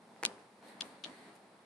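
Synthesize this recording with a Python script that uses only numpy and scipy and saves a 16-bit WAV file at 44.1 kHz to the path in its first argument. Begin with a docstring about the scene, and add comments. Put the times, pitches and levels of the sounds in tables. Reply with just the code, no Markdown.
"""A small motorised jig is handled outdoors, close to two microphones.
Its frame knocks twice and a part snaps home; loose parts tick faintly.
Then something slides with a soft hiss and sticks twice in short stick-slip creaks.
The surroundings answer faintly over quiet air, a low drone and a thin whine.
The recorder widens the stereo with a short delayed copy."""
import sys
import numpy as np
from scipy import signal
from scipy.fft import rfft, irfft
from scipy.io import wavfile

SR = 44100
rng = np.random.default_rng(int(sys.argv[2]) if len(sys.argv) > 2 else 0)


def to_wav(sig):
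    """Store sig (one row per channel, or 1-D mono) as 16-bit WAV at the path in sys.argv[1].

    Samples outside -1..1 are clipped; the rate is SR.
    """
    pcm = np.clip(np.atleast_2d(sig), -1, 1) * 32767
    pcm = np.round(pcm).astype(np.int16)
    wavfile.write(sys.argv[1], SR, pcm.T)  # frames by channels


N = 72765
RIGHT_LAG_S = .00005

# Ring of the frame. Each row: frequency in Hz, gain in dB.
FRAME_RING = [(60, -46.5), (200, -13.5), (440, -1.5), (620, -16), (840, 0.5), (1150, -8.5), (1900, -3),
              (2500, -7), (3300, -19.5), (4500, -14), (7500, -18), (10000, -13), (13500, -26)]


def amp(db):
    """Decibels to gain."""
    return 10 ** (np.asarray(db) / 20)


def read(table, hz, column=1):
    """One column of a spectrum table, interpolated over log frequency."""
    rows = np.array(table)
    return np.interp(np.log(hz + 1), np.log(rows[:, 0] + 1), rows[:, column])


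def envelope(table, column=1):
    """One column of a dB curve as a gain per sample."""
    rows = np.array(table)
    return amp(np.interp(np.arange(N) / SR, rows[:, 0], rows[:, column]))


def add(mix, start_s, sound):
    """Mixes a stereo sound in place."""
    part = mix[:, max(round(start_s * SR), 0):][:, :sound.shape[-1]]
    part += sound[..., :part.shape[1]]


def pan(left_over_right_db):
    """Left and right gains."""
    return amp(np.array([[left_over_right_db / 2], [-left_over_right_db / 2]]))


def click(colour, corner_hz=np.inf, lag_s=0, column=1, order=1, extra_db=np.zeros_like):
    """Causal, low-passed click; bending waves carry its treble ahead of its bass."""
    spread_s, spread_hz = .0016, 3000
    hz = np.fft.fftfreq(2048, 1 / SR)
    log_gain = np.log(amp(read(colour, abs(hz), column) + extra_db(abs(hz))))
    log_gain -= .5 * np.log(1 + (hz / corner_hz) ** (2 * order))
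    log_min_phase = signal.hilbert(log_gain).conj()
    lag_turns = hz * lag_s + spread_s * spread_hz * np.sign(hz) * np.log1p(abs(hz) / spread_hz)
    return np.fft.ifft(np.exp(log_min_phase - 2j * np.pi * lag_turns)).real


def noise(shape_db):
    """Stereo noise of unit RMS, more alike in the bass."""
    # Each row: frequency in Hz, left-right correlation from 0 to 1.
    likeness = [(50, 1), (250, 0.97), (800, 0.99), (2000, 0.35), (5000, 0.46), (10000, 0.44)]
    hz = np.fft.rfftfreq(N, 1 / SR)
    left, independent = rfft(rng.standard_normal((2, N)))
    correlation = read(likeness, hz)
    right = correlation * left + np.sqrt(1 - correlation ** 2) * independent
    stereo = irfft(np.array([left, right]) * amp(shape_db(hz)), N)
    return stereo / stereo.std()


def background():
    """Quiet outdoor air, a wavering distant drone and a thin, high whine."""
    # Spectra. Each row: frequency in Hz, relative density in dB.
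    air_colour = [(25, -26), (65, -20), (110, -12), (150, -9), (195, -4), (250, -2), (330, -3), (600, -4),
                  (830, -2), (1300, -12), (2100, -14), (3000, -21), (4100, -19), (6500, -28), (9300, -24),
                  (12200, -36), (12900, -60)]
    drone_colour = [(70, -34), (150, -13), (190, 1), (240, -2.5), (330, -27.5), (600, -49)]
    # Level curves. Each row: time in seconds, level in dB.
    air_levels = [(0, -62.5), (.2, -60), (.5, -62), (1.3, -61), (1.65, -63)]
    drone_levels = [(0, -64.5), (.15, -69), (.45, -76.5), (.6, -70), (.86, -67), (1.0, -74), (1.09, -69),
                    (1.3, -72), (1.65, -73)]
    whine_hz, half_width_hz, whine_db = 9480, 39, -85
    whine = noise(lambda hz: -20 * np.log10(1 + ((hz - whine_hz) / half_width_hz) ** 2))
    drone = noise(lambda hz: read(drone_colour, hz)) * envelope(drone_levels)
    air = noise(lambda hz: read(air_colour, hz)) * envelope(air_levels)
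    return air + drone + amp(whine_db) * whine


def tick(bass_hz, treble_hz):
    """A loose part touches the frame; the smaller the part, the less bass."""
    def bass_cut_db(hz):
        return -10 * np.log10(1 + (bass_hz / (hz + 1)) ** 2)
    return pan(0) * click(FRAME_RING, treble_hz, order=2, extra_db=bass_cut_db)


def knock(corner_hz, pan_db):
    """A blow on the frame; a softer blow has less treble."""
    left = click(FRAME_RING, corner_hz)
    right = click(FRAME_RING, corner_hz, RIGHT_LAG_S)
    return pan(pan_db) * np.array([left, right])


def snap():
    """A hard part snaps home close to the microphones."""
    # Each row: frequency in Hz, left gain in dB, right gain in dB.
    colour = [(102, -25, -20.5), (405, 0.5, -1), (880, -14, -6), (1520, -11.5, 2), (2400, 7.5, -2.5),
              (3100, 6.5, 4), (3970, 10.5, 7.5), (4870, -4, 2.5), (4900, 11.5, 7), (5550, -6.5, -7),
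              (6200, 8.5, 0.5), (7400, -1.5, -10), (8320, -9.5, 7), (10100, -3, 1.5), (11670, -7.5, -11),
              (13200, -19.5, -22)]
    return np.array([click(colour, column=1), click(colour, lag_s=RIGHT_LAG_S, column=2)])


def sliding():
    """Hiss of a sliding part: low body, fine fizz, narrow rubbing resonance and bright top."""
    # Spectra. Each row: frequency in Hz, relative density in dB.
    body = [(60, -29), (200, 1.5), (450, -1), (900, -2.5), (1250, -7), (1650, -8.5), (2600, -17),
            (5000, -25.5), (13000, -60)]
    fizz = [(500, -22), (2000, 6), (3000, -0.5), (4350, 6), (5200, -8), (7000, -10.5), (8600, -2),
            (9400, 0.5), (10500, -16), (12300, -23), (13000, -42)]
    rub = [(1000, -43), (1650, -9), (1950, -3), (2250, -13), (3200, -37)]
    top = [(3000, -42), (8000, -2), (11300, -1.5), (12500, -6), (13500, -26)]
    # Each row: time in seconds, then levels of body, fizz, rub and top in dB.
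    levels = [(.59, -79, -101, -97, -100), (.635, -58, -70, -78, -81), (.69, -60.5, -61, -63.5, -69.5),
              (.77, -57.5, -74.5, -68, -87), (.86, -60, -62.5, -67, -69), (.95, -58.5, -68.5, -84, -87),
              (1.02, -66, -76, -78, -100), (1.10, -64, -65, -63.5, -100), (1.20, -62, -65, -67, -82),
              (1.28, -58, -67, -68.5, -82), (1.33, -62, -71.5, -75, -96), (1.36, -65, -73.5, -81, -70),
              (1.385, -69, -78, -83, -95), (1.46, -68, -83, -92, -100)]
    return sum(noise(lambda hz: read(colour, hz)) * envelope(levels, column)
               for column, colour in enumerate([body, fizz, rub, top], start=1))


def creak(length_s, first_rate_hz, last_rate_hz, level_db, swell_db, corner_hz, upper_db):
    """Stick-slip: uneven slips at a gliding rate, each ringing the same small part."""
    # Ring of one slip. Each row: frequency in Hz, gain in dB.
    colour = [(100, -37), (900, -25), (1500, -25.5), (1950, -21), (2250, -22), (2750, -12), (3300, -9.5),
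              (3900, -6.5), (4500, -17.5), (5200, -18), (5900, -24), (6500, -21), (7300, -34), (9300, -25),
              (11000, -33), (13000, -50)]
    upper_hz, half_width_hz = 5130, 190
    jitter_periods, swell_peak_fraction = .12, .48
    progress = np.arange(0, length_s, 1 / SR) / length_s
    cycles = np.cumsum(first_rate_hz + (last_rate_hz - first_rate_hz) * progress) / SR
    onsets = np.flatnonzero(np.diff(np.floor(cycles), prepend=-1))
    jitter = rng.standard_normal(64)[:len(onsets)] * jitter_periods * SR / first_rate_hz
    swell = 1 - (progress[onsets] / swell_peak_fraction - 1) ** 2
    slips = np.zeros(len(progress))
    slips[np.clip(onsets + jitter.astype(int), 0, len(slips) - 1)] = amp(level_db + swell_db * swell)
    ring = click(colour, corner_hz, order=4,
                 extra_db=lambda hz: upper_db / (1 + ((hz - upper_hz) / half_width_hz) ** 2))
    return pan(left_over_right_db=9) * np.convolve(slips, ring)


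def echo():
    """Dull, diffuse answer of the surroundings to one blow."""
    # Each row: frequency in Hz, gain in dB, time to fall 60 dB in seconds.
    surroundings = [(62, -35, 0.51), (120, -12, 0.32), (176, -5.5, 0.62), (243, 6, 0.26), (300, -4, 0.55),
                    (433, -3.5, 0.55), (645, -3.5, 0.34), (840, -5, 0.45), (2000, -12, 0.27),
                    (3900, -16, 0.2), (6940, -26, 0.33), (10200, -26, 0.54), (12500, -52, 0.16)]
    rise_s = .012
    hz, time_s, spectra = signal.stft(noise(np.zeros_like), SR, nperseg=512)
    decay_per_s = np.log(1000) / read(surroundings, hz, column=2)[:, None]
    decay = np.exp(-decay_per_s * time_s) * np.sqrt(2 * decay_per_s / SR)  # unit energy per band
    spectra *= amp(read(surroundings, hz))[:, None] * decay
    tail = signal.istft(spectra, SR, nperseg=512)[1][:, :N]
    return tail * (1 - np.exp(-np.arange(N) / SR / rise_s))


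def scatter(direct):
    """Quick reflections between the parts of the jig."""
    rise_s, decay_s, level_db = .00067, .004, -17
    time_s = np.arange(4096) / SR
    taps = rng.standard_normal((2, len(time_s))) * np.exp(-time_s / decay_s)
    taps *= 1 - np.exp(-time_s / rise_s)
    taps /= np.linalg.norm(taps[0])
    return amp(level_db) * signal.fftconvolve(direct, taps, axes=1)[:, :N]


def mechanism():
    """Knocks, snap, creaks and ticks, each with its reflections and echo."""
    # Each row: start in seconds, level in dB, treble corner in Hz, left over right in dB, echo in dB.
    knocks = [(0.2281, 3, 1030, -8, -2), (0.2344, 4.5, 13000, 5.5, -3)]
    snap_s, snap_db, snap_echo_db = (.2511, 0, 0)
    # Each row: start and length in seconds, first and last slip rate in Hz, level and swell in dB,
    # treble corner in Hz, upper ring gain in dB, echo in dB.
    creaks = [(0.8066, .0054, 985, 2279, -4, 4.5, 12500, 8.5, -1),
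              (1.0380, 0.004, 1050, 1675, -6, 0, 8900, 0, -7.5),
              (1.0449, .0008, 1000, 1000, 3, 0, 6200, -18, -1.5),
              (1.05, 0.0088, 331, 218, -19, 2, 4940, -12, -10.5),
              (1.0611, .0015, 1100, 1100, -13, 3, 6000, -6, -17)]
    # Each row: start in seconds, level in dB, bass and treble corners in Hz, echo in dB.
    ticks = [(0.162, -21, 1500, 2940, -16), (0.313, -6.5, 100, 700, -8), (0.381, -16.5, 500, 1800, -11),
             (.414, -24, 900, 2500, -22), (0.626, -22, 1500, 3500, -14), (1.355, -22, 8000, 11000, -35),
             (1.363, -22, 7900, 11000, -35)]
    events = [(start_s, amp(db) * knock(*shape), echo_db) for start_s, db, *shape, echo_db in knocks]
    events += [(snap_s, amp(snap_db) * snap(), snap_echo_db)]
    events += [(start_s, creak(*shape), echo_db) for start_s, *shape, echo_db in creaks]
    events += [(start_s, amp(db) * tick(*shape), echo_db) for start_s, db, *shape, echo_db in ticks]
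    direct, echoes = np.zeros((2, 2, N))
    for start_s, sound, echo_db in events:
        add(direct, start_s, sound)
        add(echoes, start_s, amp(echo_db) * echo())
    return direct + scatter(direct) + echoes


def scene():
    """The jig over the background."""
    return mechanism() + sliding() + background()


def record(dry):
    """Bass cut; delayed treble added left and subtracted right; band limit."""
    low_cut_hz, band_limit_hz = 84, 13600
    widen_delay_s, widen_above_hz, widen_db = .01, 990, -5
    stereo = signal.sosfilt(signal.butter(2, low_cut_hz, "high", fs=SR, output="sos"), dry)
    treble = signal.sosfilt(signal.butter(1, widen_above_hz, "high", fs=SR, output="sos"), stereo.mean(0))
    add(stereo, widen_delay_s, amp(widen_db) * np.array([treble, -treble]))
    low_pass = signal.firwin(101, band_limit_hz, window=("kaiser", 8), fs=SR)
    return signal.oaconvolve(stereo, low_pass[None], "same")


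dry = scene()
out = record(dry)
to_wav(out)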